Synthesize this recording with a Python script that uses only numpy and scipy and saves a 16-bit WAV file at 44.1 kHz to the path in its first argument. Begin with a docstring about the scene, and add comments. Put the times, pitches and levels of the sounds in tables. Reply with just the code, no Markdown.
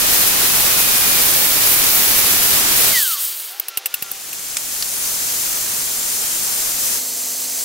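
"""Angle grinder, ticks and belt grinder

On a small balcony an angle grinder bites into steel with a whine, roar and sizzle, then is switched off and runs down.
Its tones follow the armature's speed; the cutting and the coasting are coloured noise.
Sharp ticks and two dull clacks are noise bursts with a short ring, over soft open air, a faint hum and a distant bird.
A belt grinder fades in as wheel tones and noise; steel roars and sings on its belt, is lifted, and the belt runs on."""
import sys
import numpy as np
from scipy import signal
from scipy.fft import rfft, irfft
from scipy.io import wavfile
from scipy.ndimage import uniform_filter1d

SR = 44100
rng = np.random.default_rng(int(sys.argv[2]) if len(sys.argv) > 2 else 0)


def unload_wav(signal):
    """Save mono or channel-first audio to the path in sys.argv[1] as 16-bit WAV at rate SR, clipped to [-1, 1]."""
    wavfile.write(
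        sys.argv[1],
        SR,
        np.round(np.clip(np.atleast_2d(signal).T, -1, 1) * 32767).astype(np.int16),
    )


N = 336924
T = np.arange(N) / SR
FREQ = np.fft.rfftfreq(N, 1 / SR)
TOP_HZ = 15750  # upper edge of the whole sound


def undb(db):
    """Decibels to gain."""
    return 10 ** (np.asarray(db) / 20)


def curve(rows, rise=600, fall=600):
    """Gain over time from (time [s], level [dB]) rows, dying away outside them at rise and fall [dB/s]."""
    s, db = np.transpose(rows)
    before = rise * np.maximum(s[0] - T, 0)
    after = fall * np.maximum(T - s[-1], 0)
    return undb(np.interp(T, s, db) - before - after)


def swells(rows):
    """Gain of smooth swells and dips from (middle [s], length [s], change [dB]) rows."""
    return undb(sum(db * np.cos(np.pi * np.clip((T - s) / length, -.5, .5)) ** 2 for s, length, db in rows))


def across(points):
    """Join (frequency [Hz], value) points on a log-frequency axis."""
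    f, value = np.transpose(points)
    return np.interp(np.log(FREQ + 1), np.log(f), value)


def bell(hz, centre_hz, width):
    """Resonance curve: 1 at the centre, a half at half the width [Hz] to either side."""
    return 1 / (1 + (2 * (hz - centre_hz) / width) ** 2)


def resonances_db(rows):
    """Boost in dB over frequency from (centre [Hz], width [Hz], boost [dB]) resonances."""
    return sum(db * bell(FREQ, hz, width) for hz, width, db in rows)


def walk(rate):
    """Smooth random drift with a spread near 1, taking rate [Hz] new values a second."""
    step = int(SR / rate)
    count = N // step + 2
    line = np.interp(T, np.arange(count) * step / SR, rng.standard_normal(count))
    return np.sqrt(2) * uniform_filter1d(line, step)


def grit(colour_db, like, band, grain_db=0., gate=1.):
    """Stereo hiss of countless grain strikes of uneven size; the centre has rms 1 within the band [Hz]."""
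    sizes = undb(grain_db * rng.exponential(size=N))
    strikes = rng.standard_normal((2, N)) * sizes * gate
    mid, side = rfft(strikes) * undb(colour_db)
    # likeness of left and right: 0 is unrelated, 1 is identical
    like = np.clip(like, 0, 1)
    mid, side = mid * np.sqrt(1 + like), side * np.sqrt(1 - like)
    inside = (FREQ > band[0]) & (FREQ < band[1])
    return irfft([mid + side, mid - side], N) / np.std(irfft(mid * inside, N))


def place(x, pan_db):
    """Lean a sound left (positive) or right."""
    return x * undb(np.array([[pan_db], [-pan_db]]) / 2)


def add(out, s, sound):
    """Mix a short sound in at a time [s]."""
    start = int(s * SR)
    out[:, start:start + sound.shape[1]] += sound


# colour of the outdoor air: (frequency [Hz], level [dB])
AIR_COLOUR = [(20, -75), (160, -62), (250, -20), (340, -4.5), (500, -3.5), (1300, -0.5), (3000, 2.5),
              (6000, -0.5), (8000, -8.5), (11000, -9), (16000, -15)]


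def open_air(air_db=-38.5):
    """Soft outdoor air: almost steady noise, alike in both ears."""
    return grit(across(AIR_COLOUR), 1.0, (200, 15000)) * undb(air_db + 0.53 * walk(7))


# calls of the distant bird: (time [s], length [s], start pitch [Hz], end pitch [Hz], level [dB])
BIRD_CALLS = [(3.49, .11, 680, 880, -46), (3.49, .09, 1430, 1320, -47), (3.68, .11, 1390, 1320, -43),
              (3.7, .22, 770, 800, -54), (3.89, .1, 1400, 1450, -46), (4.02, .11, 1430, 1330, -43)]


def bird(overtone_db=-8):
    """Slurred whistles of a distant bird: gliding tones with one overtone."""
    out = np.zeros(N)
    for s, length, start_hz, end_hz, db in BIRD_CALLS:
        progress = np.clip((T - s) / length, 0, 1)
        phase = 2 * np.pi * np.cumsum(start_hz + (end_hz - start_hz) * progress) / SR
        tone = np.sin(phase) + undb(overtone_db) * np.sin(2 * phase)
        out += undb(db) * np.sqrt(2) * np.sin(np.pi * progress) * tone
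    return out


# partials of the distant hum: (frequency [Hz], level [dB])
HUM_PARTIALS = [(393, -61), (522, -61), (646, -66), (776, -60), (1174, -59)]


def far_hum(start_s=3.72, end_s=4.1, waver_db=3.0):
    """A faint hum in the distance comes and goes, its partials wavering separately in level, together in pitch."""
    time = np.cumsum(1 + .004 * walk(12)) / SR
    hum = 0
    for hz, db in HUM_PARTIALS:
        hum = hum + undb(db + waver_db * walk(12)) * np.sqrt(2) * np.sin(2 * np.pi * hz * time)
    return hum * curve([(start_s, 0), (end_s, 0)], rise=56, fall=40)


WHEEL_HZ = 52.45  # average speed of the drive wheel, turns per second
# drive wheel harmonics, running free: (multiple of its speed, level [dB])
WHEEL_HARMONICS = [(4, -57), (5, -51.5), (6, -62), (8, -55.5), (9, -54.5), (10, -57), (11, -60), (13, -53),
                   (15, -62), (17, -63), (22, -63), (38, -56), (40, -60)]


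def wheel_hum(load, damped_db=-9):
    """The drive wheel's hum and its angle; the load of the steel damps the hum."""
    turn = 2 * np.pi * WHEEL_HZ * np.cumsum(1 + 0.00099 * walk(6)) / SR
    hum = 0
    for k, db in WHEEL_HARMONICS:
        tone = np.sin(k * turn + rng.uniform(0, 2 * np.pi))
        hum = hum + undb(db + 1.1 * walk(8.5)) * np.sqrt(2) * tone
    return hum * undb(damped_db * load), turn


# the blade sings as its grip and angle change: (start [s], end [s], centre [Hz], width [Hz], level [dB])
BLADE_SONG = [(4.65, 5.25, 9600, 300, -33.5), (5, 5.801, 13600, 400, -35), (5, 5.7, 12020, 350, -40),
              (5.65, 6.8, 8980, 120, -33), (5.7, 6.85, 7380, 130, -34.5), (6.0, 6.7, 13320, 250, -39),
              (6.45, 7.03, 13680, 500, -34)]


def blade_song():
    """The belt's grains keep narrow resonances of the blade ringing, each swelling and dying."""
    out = 0
    for start, end, hz, width, db in BLADE_SONG:
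        progress = np.clip((T - start) / (end - start), 0, 1)
        swell = np.sqrt(np.abs(np.sin(np.pi * progress)))
        ringing = grit(20 * np.log10(bell(FREQ, hz, width)), .4, (0, TOP_HZ))
        out = out + undb(db) * swell * ringing
    return out


# colour of the free-running belt: (frequency [Hz], level [dB])
BELT_COLOUR = [(18, -62), (30, -32), (108, -21), (130, -20.5), (197, -16.5), (263, -17), (292, -19),
               (691, -14), (852, -15.5), (1290, -20), (2020, -19), (3590, -13.5), (4310, -7), (7650, -2.5),
               (15500, -4)]
# idler wheels under the running belt: (centre [Hz], width [Hz], boost [dB])
IDLER_RESONANCES = [(4270, 290, 2.5), (6230, 380, 4.5), (7470, 180, 7), (12100, 400, 3)]
# likeness of left and right in the belt noise: (frequency [Hz], likeness [0-1])
BELT_LIKENESS = [(3000, 0.9), (6500, 0.95), (10000, 0.25), (14000, .14)]


def running_belt(wobble, load, belt_db=-24, damped_db=-3, flicker_db=0.5):
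    """The belt hisses over its idlers, pulsing with the wheel; the steel's load damps it."""
    colour_db = across(BELT_COLOUR) + resonances_db(IDLER_RESONANCES)
    belt = grit(colour_db, across(BELT_LIKENESS), (30, 15500), gate=wobble) * undb(flicker_db * walk(40))
    return undb(belt_db + damped_db * load) * place(belt, -.3)


# how hard the steel is held on the belt until it is lifted at the last row: (time [s], pressure [dB])
STEEL_PRESSURE = [(4.9, -0.5), (5.3, 0.5), (5.8, -1.5), (6.75, 1.5), (6.92, 2.5), (6.98, 0)]
# colour of the grinding roar: (frequency [Hz], level [dB])
GRIND_ROAR_COLOUR = [(20, 2.5), (100, 0.85), (1000, 0.65), (3000, 2.1), (5000, 1.2), (9000, 1.2),
                     (16000, 3.8)]
# colour of the grinding hiss: (frequency [Hz], level [dB])
GRIND_HISS_COLOUR = [(2500, -22.5), (4500, -7), (6200, -0.5), (8000, -3.5), (9500, 0), (10500, -5.5),
                     (14000, -3.5), (16000, -7)]
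# the platen behind the belt: (centre [Hz], width [Hz], boost [dB])
PLATEN_RESONANCES = [(6250, 120, 0), (6540, 150, 2), (7150, 90, 5), (7560, 130, 7), (11100, 300, 6.5),
                     (12000, 200, 2)]
# likeness of left and right in the grinding hiss: (frequency [Hz], likeness [0-1])
GRIND_LIKENESS = [(6000, 0.41), (10000, 0.41), (14000, .2)]
# levels at 0 dB of pressure
GRIND_ROAR_DB, GRIND_HISS_DB = -37.5, -25.5


def belt_grinding(wobble, roar_power=0.54):
    """Steel pressed on the belt roars, hisses through the platen and sings; the roar follows pressure less."""
    pressure = curve(STEEL_PRESSURE, rise=0, fall=660)
    roar = grit(across(GRIND_ROAR_COLOUR), 0.011, (100, 2500), grain_db=2.0)
    roar = roar * undb(GRIND_ROAR_DB + 0.5 * walk(30)) * pressure ** roar_power
    colour_db = across(GRIND_HISS_COLOUR) + resonances_db(PLATEN_RESONANCES)
    hiss = grit(colour_db, across(GRIND_LIKENESS), (5000, 15000), grain_db=1.4, gate=wobble)
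    hiss = hiss * undb(GRIND_HISS_DB + 0.84 * walk(30)) * pressure
    return place(roar, -1.1) + place(hiss + blade_song(), 3.1)


def belt_grinder(fade_start_s=3.8, fade_end_s=5.18, runout=0.04):
    """Wheel, belt and held steel fade in evenly; the belt noise and grinding hiss pulse once a wheel turn."""
    lift_s = STEEL_PRESSURE[-1][0]
    load = np.clip((lift_s - T) / .04, 0, 1)
    hum, turn = wheel_hum(load)
    wobble = 1 + runout * np.sin(turn)
    fade = np.clip((T - fade_start_s) / (fade_end_s - fade_start_s), 0, 1)
    return fade * (running_belt(wobble, load) + hum + belt_grinding(wobble))


# modes that every tick and clack rings with: (multiple of the ring pitch, level [dB], t60 [s])
RING_MODES = [(.93, -10, 0.031), (.99, -2.5, 0.022), (1.04, -6, 0.021), (1.31, -18, 0.027),
              (2.0, -12, .025), (2.8, -9, .03)]


def knock(crack_db, hz, spread, t60, body_db, ring_hz, ring_db, thud_db,
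          ring_rise=0.0022, thud_t60=0.017, attack=0.0005, body_hz=3500, body_oct=2.2):
    """One contact: a bright crack over a broad knock, a hollow ring that builds a moment later, and a small thud."""
    size = 4096
    t, f = np.arange(size) / SR, np.fft.rfftfreq(size, 1 / SR) + 1

    def envelope(t60, rise):
        """Quick rise and exponential decay, peaking at 1."""
        shape = (1 - np.exp(-t / rise)) * np.exp(-np.log(1000) * t / t60)
        return shape / shape.max()

    def hump(hz, octaves):
        """Broad spectral hump, cut off at the top edge."""
        return np.exp(-(np.log2(f / hz) / octaves) ** 2) * (f < TOP_HZ)

    def burst(gain, t60, width):
        """Decaying stereo noise of even loudness whatever its colour."""
        mid, side = irfft(rfft(rng.standard_normal((2, size))) * gain)
        shape = envelope(t60, attack)
        loudness = np.sqrt(np.average(mid ** 2, weights=shape ** 2))
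        # 0.77 trims crack, body and thud alike against the ring
        return 0.77 * np.array([mid + width * side, mid - width * side]) * shape / loudness

    crack = undb(crack_db) * burst(hump(hz, spread), t60, 0.33)
    body = undb(body_db) * burst(hump(body_hz, body_oct), t60, 0.66)
    ring = 0
    for ratio, db, decay in RING_MODES:
        tone = np.sin(2 * np.pi * (ratio * ring_hz * t + rng.random()))
        ring = ring + undb(ring_db + db) * envelope(decay, ring_rise) * tone
    thud = undb(thud_db) * burst(bell(f, 200, 1200), thud_t60, .8)
    return crack + body + ring + thud


TICK_HZ = 13200  # centre of a tick's crack
# sharp ticks, levels before the knock's trim:
# (time [s], crack level [dB], firmness of contact [0-1], thud level [dB], ring pitch [Hz])
TICK_HITS = [(3.5977, -8.5, 0.14, -36, 2850), (3.6832, -15, 0.68, -44, 2750),
             (3.7726, -10.5, 0.95, -33, 2800), (3.8576, -10.5, 1, -45, 2774),
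             (3.9405, -10.5, 0.95, -45.5, 2780), (4.0231, -14.5, 0.9, -29.5, 2750),
             (4.115, -12.5, 0.1, -35, 2750), (4.329, -21.5, 1.0, -55, 2700)]


def ticks():
    """A light touch gives only a thin crack; a firm one is broader, longer and wakes the ring."""
    out = np.zeros((2, N))
    for s, db, firm, thud_db, ring_hz in TICK_HITS:
        tick = knock(db, TICK_HZ, spread=0.29 + 0.36 * firm, t60=0.017 + 0.024 * firm,
                     body_db=db - 15.0 + 6.4 * firm, ring_hz=ring_hz,
                     ring_db=db - 33.0 + 26.5 * firm, thud_db=thud_db)
        add(out, s, tick)
    return out


# duller clacks, crack levels before the knock's trim:
# (time [s], crack level [dB], crack centre [Hz], ring pitch [Hz], ring level [dB])
CLACK_HITS = [(4.568, -12.7, 7000, 2350, -29), (4.824, -15, 4850, 3850, -23)]


def clacks():
    """Two duller contacts, their cracks centred lower than the ticks'."""
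    out = np.zeros((2, N))
    for s, db, hz, ring_hz, ring_db in CLACK_HITS:
        clack = knock(db, hz, spread=0.65, t60=0.034, body_db=db - 3.5,
                      ring_hz=ring_hz, ring_db=ring_db, thud_db=-51.0)
        add(out, s, clack)
    return out


# time of switching off, and time constant of the exponential loss of speed
OFF_S, RUN_DOWN_S = 2.886, .377
WORK_HZ = 600  # working speed of the armature, turns per second
# armature under power, sagging as the disc is pressed harder: (time [s], turns per second [Hz])
MOTOR_SPEED = [(0, 636), (.2, 620), (.5, 653), (.58, 645), (.66, 642), (.76, 628), (.98, 612.5),
               (1.17, 603.5), (1.28, 584.5), (1.37, 605), (1.46, 605.5), (1.64, 592.9), (1.77, 592.8),
               (1.9, 580.5), (2.03, 579.8), (2.14, 575.8), (2.24, 591), (2.36, 599), (2.45, 599.5),
               (2.6, 614), (2.87, 606)]


def powered_hz():
    """Armature speed as set by the load alone."""
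    return np.interp(T, *np.transpose(MOTOR_SPEED))


def motor_turns():
    """Armature speed and the turns it has made; it trembles with the load and runs down once switched off."""
    hz = powered_hz() * np.exp(-np.maximum(T - OFF_S, 0) / RUN_DOWN_S)
    hz = hz * (1 + .0002 * walk(70))
    return hz, np.cumsum(hz) / SR


# air resonances between guard and coasting disc: (centre [Hz], width [Hz], boost [dB])
GUARD_RESONANCES = [(3064, 280, 4), (4700, 280, 2), (7900, 350, 3), (9400, 400, 2), (12450, 500, 1),
                    (13400, 400, 2)]
# colour of the air rush: (frequency [Hz], level [dB])
RUSH_COLOUR = [(200, -50), (400, -37), (1200, -8), (2300, -11), (3100, -1.5), (3800, 0.5), (4700, 0.5),
               (5800, -2), (6600, 0.5), (7500, -5), (10000, -15)]
# colour of the gears' rustle: (frequency [Hz], level [dB])
COAST_HISS_COLOUR = [(3000, -58), (6000, -11.5), (8600, 1), (10500, -0.5), (11500, 0), (13000, 3.5),
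                     (16000, 3.5)]
# the coasting hiss dips briefly and swells back: (middle [s], length [s], change [dB])
COAST_SWELLS = [(3.175, 0.12, -4.5), (3.25, .16, 3)]
# levels at the working speed
RUSH_DB, COAST_HISS_DB = -19.5, -12.5


def coasting(hz, full_s=2.992, end_s=3.5, rush_power=1.55, hiss_power=1.41):
    """Air rushes round the free disc and the gears rustle under the guard; both fall with a power of speed."""
    ring_db = resonances_db(GUARD_RESONANCES)
    speed = hz / WORK_HZ
    rush = grit(across(RUSH_COLOUR) + ring_db, 1.0, (2800, 6000), grain_db=1.5)
    rush = rush * undb(RUSH_DB + 0.86 * walk(45)) * speed ** rush_power
    hiss = grit(across(COAST_HISS_COLOUR) + ring_db, 0.935, (8000, 15500), grain_db=2.0)
    hiss = hiss * undb(COAST_HISS_DB + 1.0 * walk(70)) * speed ** hiss_power * swells(COAST_SWELLS)
    return (rush + hiss) * curve([(full_s, 0), (end_s, 0)], rise=74, fall=66)


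FAN_ORDER = 4  # whistles per armature turn
# before the vents' boost: level under power, level as the run-down starts, its fall, and when it stops speaking
FAN_DB, FAN_FREE_DB, FAN_FALL_DB_S, FAN_END_S = -42.5, -26, 39, 3.155
# the whistle flares under power: (middle [s], length [s], change [dB])
WHISTLE_FLARES = [(.22, .24, 6), (.56, .3, 5), (1.0, 0.41, 5)]


def fan(hz, turns, onset_s=0.045, vent_hz=1930, vent_width=200, vent_db=9.5,
        octave_db=0.5, guard_hz=3140, guard_width=400):
    """The fan whistles faintly under power, then sings out as its pitch falls through the vents' resonance."""
    blades = 2 * np.pi * FAN_ORDER * turns + 0.4 * walk(120)
    # the rough octave speaks up only as it falls through the guard's resonance
    octave_gain = undb(octave_db) * bell(2 * FAN_ORDER * hz, guard_hz, guard_width)
    octave = octave_gain * np.sin(2 * blades + .6 * walk(400))
    whistle = np.sqrt(2) * (np.sin(blades) + octave) * undb(1.3 * walk(90))
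    powered = curve([(0, FAN_DB), (OFF_S, FAN_DB)]) * undb(3.1 * walk(8.7)) * swells(WHISTLE_FLARES)
    free = curve([(OFF_S + onset_s, FAN_FREE_DB), (FAN_END_S, FAN_FREE_DB)], rise=780, fall=220)
    free = free * undb(-FAN_FALL_DB_S * (T - OFF_S))
    vents = undb(vent_db * bell(FAN_ORDER * hz, vent_hz, vent_width))
    return whistle * (powered + free) * vents


# resonances of disc, guard and gear case: (centre [Hz], width [Hz], level [dB])
CASE_RESONANCES = [(4770, 120, -8), (8890, 60, -5), (9170, 110, -2), (10440, 100, -3), (10670, 70, 0),
                   (10750, 70, 1), (11270, 90, 1), (11390, 90, 0), (11860, 70, 7), (12080, 70, 3),
                   (12620, 90, 3), (13335, 70, 7), (13550, 80, 0), (14060, 140, 2), (14230, 50, 3),
                   (14480, 130, 0), (15050, 130, 2), (15420, 100, 3), (15680, 120, 1)]
# relative strength of the armature's harmonics: (multiple of its speed, level [dB])
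ARMATURE_HARMONICS = [(8, 0), (15, 0), (17, -4), (18, 0), (19, 0), (20, 0), (21, -1), (22, -12), (23, 0),
                      (24, -1), (25, -4), (26, 0), (27, -2)]
# the case rings fully only while the disc is pressed firmly into the steel
FIRM_START_S, FIRM_END_S = .55, 2.55
# whine gain at the working speed, its growth as load drags the speed down, its fall as the pressure eases
WHINE_DB, WHINE_DB_PER_HZ, WHINE_FALL_DB_S = -30.5, 0.05, 42


def whine(hz, turns, flutter_db=1.2):
    """Armature harmonics light up as they slide through the resonances of the case, louder under load."""
    grid = np.arange(0, SR / 2, 10)
    response = np.sqrt(sum(undb(db) ** 2 * bell(grid, f, w) for f, w, db in CASE_RESONANCES))
    out = np.zeros((2, N))
    for k, db in ARMATURE_HARMONICS:
        # small phase offsets between left and right
        side_phase = rng.normal(0, 0.14, (2, 1))
        level = np.interp(k * hz, grid, response) * undb(db + flutter_db * walk(14.1))
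        out += level * np.sin(2 * np.pi * k * turns + side_phase)
    load = undb(WHINE_DB_PER_HZ * (WORK_HZ - powered_hz()))
    firm = curve([(FIRM_START_S, WHINE_DB), (FIRM_END_S, WHINE_DB)], rise=25, fall=WHINE_FALL_DB_S)
    return np.sqrt(2) * out * load * firm


# colour of the cutting roar: (frequency [Hz], level [dB])
ROAR_COLOUR = [(20, 0.5), (60, -0.5), (500, -0.5), (1500, -0.3), (2500, 1), (5000, 1.5), (8000, 1.6),
               (11000, 1), (16000, 1)]
# colour of the cutting sizzle: (frequency [Hz], level [dB])
SIZZLE_COLOUR = [(2000, -28), (5000, -17), (8000, -9.5), (10000, -1.5), (12000, 0.5), (14000, -0.5),
                 (16000, -1)]
# likeness of left and right in the sizzle: (frequency [Hz], likeness [0-1])
SIZZLE_LIKENESS = [(4000, .5), (10000, .62), (16000, 0.55)]
# the disc bites harder or eases for a moment: (middle [s], length [s], change of sizzle [dB])
DISC_BITES = [(.28, .12, 4), (.34, .16, -5), (1.7, 0.16, 3), (2.05, .24, 1.5), (2.7, 0.16, -5),
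              (2.82, 0.18, 3)]
# average levels, and when the steel starts to leave the disc
ROAR_DB, SIZZLE_DB, LIFT_S = -28, -22, 2.902


def cutting(turns, gear_ratio=3.4, runout=0.081, unsteady_db=1.0, release_s=.24):
    """Abrasive grains tear the steel: a wide roar and a sizzle that pulses with each turn of the disc."""
    bite = 1 + runout * np.sin(2 * np.pi * turns / gear_ratio)
    roar = grit(across(ROAR_COLOUR), .02, (150, 2000), grain_db=1.67) * undb(ROAR_DB + 0.45 * walk(40.28))
    sizzle = grit(across(SIZZLE_COLOUR), across(SIZZLE_LIKENESS), (10000, 15500), grain_db=1.5, gate=bite)
    sizzle = sizzle * undb(SIZZLE_DB + 1.8 * walk(70) + unsteady_db * walk(27.5)) * swells(DISC_BITES)
    # both die quickly as the steel leaves the disc
    contact = np.clip(1 - (T - LIFT_S) / release_s, 0, 1) ** 3
    return (place(roar, -0.35) + place(sizzle, 0.71)) * contact


def scene():
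    """Open air, bird and far hum, belt grinder, ticks and clacks, and the angle grinder."""
    hz, turns = motor_turns()
    background = open_air() + bird() + far_hum()
    angle_grinder = coasting(hz) + fan(hz, turns) + whine(hz, turns) + cutting(turns)
    return background + belt_grinder() + ticks() + clacks() + angle_grinder


def record(dry):
    """A steep low-pass cuts the top."""
    low_pass = signal.ellip(12, .1, 70, TOP_HZ, fs=SR, output="sos")
    return signal.sosfilt(low_pass, dry, axis=-1)


dry = scene()
out = record(dry)
unload_wav(out)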